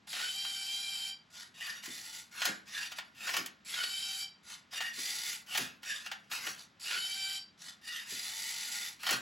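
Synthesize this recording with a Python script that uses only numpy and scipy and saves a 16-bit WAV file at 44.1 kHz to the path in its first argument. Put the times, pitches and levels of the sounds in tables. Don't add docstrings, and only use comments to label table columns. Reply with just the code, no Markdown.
import sys
import numpy as np
from scipy import signal
from scipy.fft import rfft, irfft, next_fast_len
from scipy.io import wavfile
from scipy.ndimage import uniform_filter1d, map_coordinates

SR = 44100
rng = np.random.default_rng(int(sys.argv[2]) if len(sys.argv) > 2 else 0)


def int16_out(signal):
    q = np.round(np.clip(np.atleast_2d(signal).T, -1, 1) * 32767)
    wavfile.write(sys.argv[1], SR, q.astype(np.int16))


N = 406161
T = np.arange(N) / SR

# centre in Hz, width in Hz, relative peak in dB.
GEARBOX_MODES = [(1431, 29, 7), (1910, 295, -2.5), (2520, 20, -32), (3020, 60, -0.5), (3548, 70, 3),
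                 (4050, 190, -4.5), (4490, 58, -4.5), (4850, 91, -2), (5900, 290, -6.5), (7060, 76, -6)]
# centre in Hz, width in Hz, relative peak in dB.
CUBE_MODES = [(756, 190, -8.5), (1115, 85, -11), (1427, 19, 5.5), (1832, 150, 3), (2965, 710, 4),
              (4800, 110, -4.5), (6640, 150, -2)]


def amp(db):
    return 10 ** (np.asarray(db) / 20)


def unit(x):
    return x / np.sqrt(np.mean(x ** 2) + 1e-20)


def along(points, hz):
    f, v = np.transpose(points)
    return np.interp(np.log(hz + 1), np.log(f + 1), v)


def envelope(moves, rise_db, fall_db_per_s, bend, edge_s=0.0021):
    total = np.zeros(N)
    for start, rise, hold, db in moves:
        t = T - start
        swell_db = rise_db * np.clip(1 - t / rise, 0, 1) ** bend
        fade_db = fall_db_per_s * np.maximum(t - rise - hold, 0)
        total += amp(db - swell_db - fade_db) * np.clip(t / edge_s, 0, 1)
    return total


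def latest(moves):
    rows = np.array(moves)
    start, *columns = rows[np.maximum(np.searchsorted(rows[:, 0], T) - 1, 0)].T
    return [np.maximum(T - start, 0), *columns]


def wobble(rate):
    coarse = T[::16]
    knots = rng.standard_normal(int(N * rate / SR) + 4)
    return np.interp(T, coarse, map_coordinates(knots, [coarse * rate]))


def angle(hz):
    return 2 * np.pi * np.cumsum(hz) / SR


def add(track, s, sound):
    part = track[max(round(s * SR), 0):][:len(sound)]
    part += sound[:len(part)]


def filtered(x, response):
    m = next_fast_len(N + SR // 4)
    return irfft(rfft(x, m) * response(np.fft.rfftfreq(m, 1 / SR)), m)[..., :N]


def body(x, spectrum, modes=(), ring_db=0, size=4096):
    hz = np.fft.rfftfreq(size, 1 / SR)
    peaks = 1 + sum(amp(db + ring_db) ** 2 / (1 + (2 * (hz - c) / w) ** 2) for c, w, db in modes)
    cepstrum = irfft(np.log(amp(along(spectrum, hz)) * np.sqrt(peaks)))
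    cepstrum[1:size // 2] *= 2
    cepstrum[size // 2 + 1:] = 0
    ring = irfft(np.exp(rfft(cepstrum)))
    return signal.fftconvolve(x, ring / np.linalg.norm(ring))[:N]


def loose_joints(x, depth_db):
    z = signal.stft(x, nperseg=1024)[2]
    field = rng.standard_normal(z.shape)
    for _ in range(2):
        field = uniform_filter1d(uniform_filter1d(field, size=4, axis=0), size=5, axis=1)
    return unit(signal.istft(z * amp(depth_db * unit(field)), nperseg=1024)[1][:N])


def ticks(rate, clump_db):
    hits = rng.random(N) < rate / SR
    return unit(hits * rng.choice([-1, 1], N) * amp(clump_db * wobble(220)))


def burst(attack, t60):
    t = T[:SR // 3]
    shape = (1 - np.exp(-t / attack)) * np.exp(-np.log(1000) * t / t60)
    return rng.standard_normal(len(t)) * shape / shape.max()


def gear_tone(phase, waver_db, rough):
    phase = phase + rng.uniform(0, 2 * np.pi)
    strength = amp(waver_db * wobble(30)) + rough * wobble(260)
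    return strength * np.cos(phase) + rough * wobble(260) * np.sin(phase)


def room_air():
    # frequency in Hz, relative level in dB.
    air_colour = [(20, -29), (45, -10), (80, -4.5), (130, -3.5), (200, 3.5), (300, -6), (500, -14),
                  (1000, -9.5), (2000, -11), (4000, -14.5), (8000, -28), (15000, -47)]
    return amp(-66.5) * np.array([body(rng.standard_normal(N), air_colour) for _ in range(2)])


def reflections(x):
    # frequency in Hz, seconds to fall by 60 dB.
    decay_times = [(150, 0.55), (1000, 0.37), (4000, 0.27), (12000, 0.077)]
    hz, t, z = signal.stft(rng.standard_normal(SR // 2), SR, nperseg=256)
    tail = signal.istft(z * amp(-60 * t / along(decay_times, hz)[:, None]), SR, nperseg=256)[1]
    tail = np.pad(tail, (SR // 200, 0))
    return signal.fftconvolve(x, tail / np.linalg.norm(tail))[:N]


def clicks():
    # time in seconds, relative level in dB, brightness in dB.
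    snaps = [(0.072, -39.5, 0), (.129, -29.5, -2), (.165, -30, -1), (.199, -28, -1), (.448, -30.5, 3),
             (1.606, -38, 8), (1.667, -31, 8), (1.833, -39, 6), (1.857, -34.5, 13), (2.417, -18.5, -6),
             (2.453, -18, 11), (2.917, -30.5, 4), (2.983, -25, 0), (3.274, -23.5, -4), (3.289, -22.5, -18),
             (3.338, -20, 2), (3.366, -18.5, 9), (3.46, -32.5, 17), (4.729, -32, -1), (4.804, -21.5, -16),
             (5.548, -20.5, 3), (5.574, -20, 13.5), (5.83, -33.5, 4), (6.061, -30, 3.5), (6.114, -24.5, -4),
             (6.314, -25, -5), (6.466, -23, 2), (6.961, -39, 6), (9.031, -30, 9.5), (9.066, -20, 4),
             (9.089, -18.5, 4), (9.107, -22, 16), (9.127, -21, 11)]
    # frequency in Hz, relative level in dB.
    snap_colour = [(100, -20), (400, -15.5), (750, 4), (1100, 2.5), (1700, 3.5), (2900, -1.5), (4500, 1.5),
                   (7500, -5), (11000, -14), (15000, -10)]
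    edge_colour = [(1000, -20), (4000, -4), (7000, -2), (15000, -5)]
    blows, edges = np.zeros(N), np.zeros(N)
    for s, db, bright_db in snaps:
        crack = burst(attack=0.0016, t60=0.061)
        buzz = 0.44 * burst(attack=0.0078, t60=0.094)
        add(blows, s, amp(db - 11.5) * (crack + buzz))
        add(edges, s, amp(db + bright_db - 21.5) * burst(attack=0.00058, t60=0.052))
    return body(blows, snap_colour, CUBE_MODES, ring_db=9) + body(edges, edge_colour)


def thud(db, hz):
    # multiple of its pitch, relative level in dB.
    thud_colour = [(.15, -56), (.45, -9.5), (.7, -6), (1, 0), (1.5, -10), (2.5, -21.5), (6, -23), (20, -70)]
    return body(amp(db) * burst(attack=0.0053, t60=0.11), [(k * hz, gain) for k, gain in thud_colour])


def tumble():
    # start, rise and hold in seconds, relative level in dB.
    tips = [(2.31, 0.15, 0.021, -33.5), (3.145, 0.12, 0.13, -37.5), (5.46, 0.1, 0.058, -33),
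            (6.295, 0.034, 0.026, -35), (6.35, 0.12, 0.028, -37), (8.99, 0.12, 0.037, -32.5)]
    # frequency in Hz, relative level in dB.
    clatter_colour = [(100, -22), (400, -19.5), (750, -13.5), (1100, -10), (1500, -2), (2000, -8),
                      (2500, -3.5), (3100, -9), (4600, -4.5), (6000, -5.5), (7500, -11), (11000, -11.5),
                      (15000, -19)]
    # time in seconds, level in dB, landing pitch and settling pitch in Hz.
    drops = [(2.469, -45.5, 430, 243), (3.375, -49, 383, 240), (5.583, -43.5, 353, 210),
             (6.466, -55, 356, 198), (6.94, -59.5, 420, 302), (9.11, -43.5, 528, 247)]
    clatter = body(ticks(rate=6500, clump_db=1), clatter_colour, CUBE_MODES, ring_db=0.5)
    clatter = loose_joints(clatter, depth_db=4)
    landings = np.zeros(N)
    for s, db, hz, settle_hz in drops:
        add(landings, s, thud(db, hz))
        add(landings, s + 0.023, thud(db - 0.2, settle_hz))
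    tipping = envelope(tips, rise_db=21.5, fall_db_per_s=235, bend=1.36, edge_s=0.0059)
    return amp(-2.5) * tipping * clatter + landings


def pivot_creaks():
    # centre in seconds, pitch in Hz, level in dB, half length in seconds.
    squeaks = [(1.622, 1820, -42, 0.0085), (1.693, 1804, -43.5, 0.018), (2.79, 1750, -44.5, 0.033),
               (2.83, 2840, -36.5, 0.0064), (4.794, 1855, -55, 0.044), (5.916, 1754, -42, 0.023),
               (6.067, 2760, -45, 0.01), (7.953, 1893, -45.5, 0.047)]
    creaks, wander = np.zeros(N), angle(35 * wobble(45))
    for s, hz, db, half_s in squeaks:
        swell = amp(db) * np.exp(-((T - s) / half_s) ** 2)
        creaks += swell * gear_tone(2 * np.pi * hz * T + wander, waver_db=2.5, rough=0.9)
    return creaks


def arm():
    # start, rise and hold in seconds, relative level in dB.
    swings = [(1.54, .13, 0.013, -42), (2.655, 0.11, 0.053, -41.5), (4.706, 0.037, 0.078, -42),
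              (5.82, 0.08, 0.042, -41.5), (7.812, 0.088, 0.067, -43)]
    # start, rise and hold in seconds, relative level in dB.
    nudges = [(1.3, 0.082, 0.044, -49), (4.43, .1, .01, -47.5), (6.56, .04, 0.015, -52),
              (7.575, 0.072, 0.051, -50.5)]
    # frequency in Hz, relative level in dB.
    swing_colour = [(100, -19), (400, -20), (750, -11.5), (1100, -7), (1500, -2.5), (2000, -8.5),
                    (2500, 2.5), (3100, 0.7), (4600, -5), (6000, -2.5), (7500, -4.5), (11000, -6.5),
                    (15000, -17.5)]
    # frequency in Hz, relative level in dB.
    nudge_colour = [(100, -47), (400, -17), (800, -6), (1500, -3.5), (2500, -3), (4000, 1), (7500, -0.5),
                    (11000, -4), (15000, -22)]
    # centre in Hz, width in Hz, relative peak in dB.
    beam_modes = [(1846, 130, 16), (2833, 74, 7.5), (3600, 200, 7), (4656, 72, 12), (5030, 140, 9),
                  (4840, 34, 0), (5720, 150, 5.5)]
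    chatter = ticks(rate=6000, clump_db=0) * amp(2.73 * wobble(60))
    swing = loose_joints(body(chatter, swing_colour, beam_modes, ring_db=1), depth_db=3.5)
    light_chatter = ticks(rate=8000, clump_db=2.5)
    nudge = loose_joints(body(light_chatter, nudge_colour, GEARBOX_MODES, ring_db=8.5), depth_db=3)
    swinging = envelope(swings, rise_db=21, fall_db_per_s=97.5, bend=2.1)
    nudging = envelope(nudges, rise_db=21, fall_db_per_s=291, bend=1.77)
    return amp(0.5) * swinging * swing + amp(1.64) * nudging * nudge


def turntable_twist():
    # start, rise and hold in seconds, relative level in dB.
    twists = [(1.824, 0.015, .36, -47.5), (4.927, 0.076, 0.34, -40), (8.064, 0.052, 0.76, -41)]
    # frequency in Hz, relative level in dB.
    rasp_colour = [(100, -34), (400, -16), (750, -19.5), (1100, -14.5), (1500, -13.5), (2000, -1.5),
                   (2500, -2.5), (3100, -4.5), (4600, 0), (6000, -1.5), (7500, -0.5), (11000, -2),
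                   (15000, -14.0)]
    # multiple of the motor speed, relative level in dB.
    groan_partials = [(6, -29), (9, 4.5), (10, 5), (13, -12), (15, -3), (16, 7), (23, 0), (25, -13)]
    start_hz, top_hz, run_up_s = 61.4, 91.2, 0.37
    age = latest(twists)[0]
    motor_hz = start_hz + (top_hz - start_hz) * np.sin(np.pi / 2 * np.minimum(age / run_up_s, 1))
    shaft = angle(motor_hz)
    effort = envelope(twists, rise_db=16.5, fall_db_per_s=262, bend=1.75) * amp(0.71 * wobble(26))
    scrape = ticks(rate=9000, clump_db=1.43) * (1 + 0.073 * np.cos(shaft))
    rasp = loose_joints(body(scrape, rasp_colour, GEARBOX_MODES, ring_db=9), depth_db=1.5)
    groan = unit(sum(amp(db) * gear_tone(k * shaft, waver_db=4.5, rough=0.61)
                     for k, db in groan_partials))
    settled = np.interp(motor_hz, [70, 87], [0, 1])
    running = effort / (effort + amp(-42))
    bites = np.zeros(N)
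    for s, *_ in twists:
        add(bites, s + 0.052, thud(db=-51, hz=270))
    return amp(0.5) * effort * rasp + amp(-55.5) * settled * running * groan + bites


def turntable_spin():
    # start and length in seconds, top tooth rate in Hz,
    # depth of the speed hunting in Hz, relative level in dB.
    spins = [(0.069, 1.02, 786, 7.2, -50.5), (3.647, 0.58, 779, 2.85, -49.5),
             (6.796, 0.57, 780.3, 1.29, -50)]
    # multiple of the tooth rate, relative level in dB, waver in dB.
    whine_partials = [(1, -18.5, 3.5), (2, -12, -5.5), (3, -5.5, 5.5), (4, 7.5, 2), (5, 0, 4), (6, 1.5, 4),
                      (7, -5, 5.5), (8, -15, 6.5), (9, -7.5, -2), (10, -16, 5)]
    # frequency in Hz, relative level in dB.
    hiss_colour = [(100, -46), (400, -33.5), (750, -15), (1100, -18), (1500, -12.5), (2000, -13),
                   (2500, -3.5), (3100, -10), (4600, 2), (5400, -0.5), (6100, -9), (7300, -0.5),
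                   (11000, -2.5), (15000, -22)]
    # frequency in Hz, relative level in dB.
    rattle_colour = [(100, -62), (400, -14), (800, -15.5), (1500, -3), (2500, 0), (4000, 1.5),
                     (7500, -11.5), (11000, -12.5), (15000, -20)]
    lag_hz, run_up_s, hunt_s = 194.3, 0.1, 0.42
    rise_s, linger_s = 0.064, 0.018
    drone_hz, drone_width_hz = 1475, 53

    age, _, top_hz, hunt_hz, _ = latest(spins)
    hunting = hunt_hz * np.cos(2 * np.pi * (age - 0.33) / hunt_s)
    tooth_hz = top_hz - lag_hz * np.exp(-age / run_up_s) + hunting
    mesh = angle(tooth_hz)
    shaft = mesh / 12
    mesh = mesh + 0.086 * np.sin(shaft) + 0.22 * wobble(45)
    drive = envelope([(s, rise_s, length - rise_s, db) for s, length, *_, db in spins],
                     rise_db=12.5, fall_db_per_s=362, bend=1.9)
    singing = envelope([(s, rise_s, length - rise_s + linger_s, db) for s, length, *_, db in spins],
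                       rise_db=12, fall_db_per_s=370, bend=1.1)

    tones = unit(sum(amp(db) * gear_tone(k * mesh, waver_db, rough=0.33)
                     for k, db, waver_db in whine_partials))
    settled = np.interp(tooth_hz, [715, 765], [0.15, 1])
    whine = amp(9) * settled * singing * amp(0.47 * wobble(22)) * tones
    braking = sum(np.exp(-((T - s - length - 0.035) / 0.06) ** 2) for s, length, *_ in spins)
    brake_tone = amp(-52) * braking * gear_tone(6 * mesh, waver_db=2, rough=0.5)
    second = gear_tone(2 * mesh, waver_db=2.5, rough=0.38)
    drone = unit(body(second, [(1000, -14), (1400, 6), (2000, -8)], modes=[(1350, 140, 3)]))
    in_tune = 1 / (1 + (2 * (2 * tooth_hz - drone_hz) / drone_width_hz) ** 2)

    contacts = ticks(rate=15000, clump_db=-0.5) * (1 + 0.045 * np.cos(shaft)) * (1 + 0.5 * np.cos(mesh))
    hiss = loose_joints(body(contacts, hiss_colour, GEARBOX_MODES, ring_db=5), depth_db=2.5)
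    knocks = ticks(rate=5400, clump_db=4)
    rattle = loose_joints(body(knocks, rattle_colour, CUBE_MODES, ring_db=-4.5), depth_db=2.5)
    backlash = amp(-17.5) + np.exp(-((age - 0.13) / 0.071) ** 2)
    gear_noise = amp(7) * in_tune * drone + amp(6) * hiss + amp(11) * backlash * rattle
    return whine + brake_tone + drive * gear_noise


def scene():
    # frequency in Hz, gain of the side signal.
    width = [(60, .15), (150, 0.21), (500, .45), (1050, 0.53), (1650, 1), (2400, 0.11), (3100, 0.087),
             (3600, 0.013), (7400, 0.013), (8000, 0.25), (15000, 0.15)]
    robot = turntable_spin() + turntable_twist() + arm() + pivot_creaks() + tumble() + clicks()
    robot = filtered(robot, lambda hz: hz ** 4 / (hz ** 4 + 105 ** 4))
    air = room_air()
    mid = robot + amp(-10) * reflections(robot) + air[0]
    side = filtered(amp(-7) * reflections(robot) + air[1], lambda hz: along(width, hz))
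    return np.array([mid + side, mid - side])


def record(dry):
    # frequency in Hz, left minus right in dB.
    balance = [(200, 0), (400, 1.5), (600, 4), (1100, 4), (1350, -.5), (2400, .5), (4400, 0)]
    # frequency in Hz, lead of the left in radians.
    left_lead = [(0, 0), (600, .2), (980, 1), (1200, .1), (1550, 1.4), (2200, .1), (7500, 0), (8850, -3.1),
                 (9300, -3.2), (10850, -6.25), (11550, -6.3), (12900, -9.4), (13700, -9.45), (14800, -12.5)]
    low_hz, top_hz = 45, 15830

    def channels(hz):
        lead = np.interp(hz, *np.transpose(left_lead))
        left = amp(along(balance, hz) / 2) * np.exp(1j * lead / 2)
        low_cut = hz ** 2 / np.sqrt(hz ** 4 + low_hz ** 4)
        return np.array([left, 1 / left]) * low_cut * (hz < top_hz)
    return filtered(dry, channels)


dry = scene()
out = record(dry)
int16_out(out)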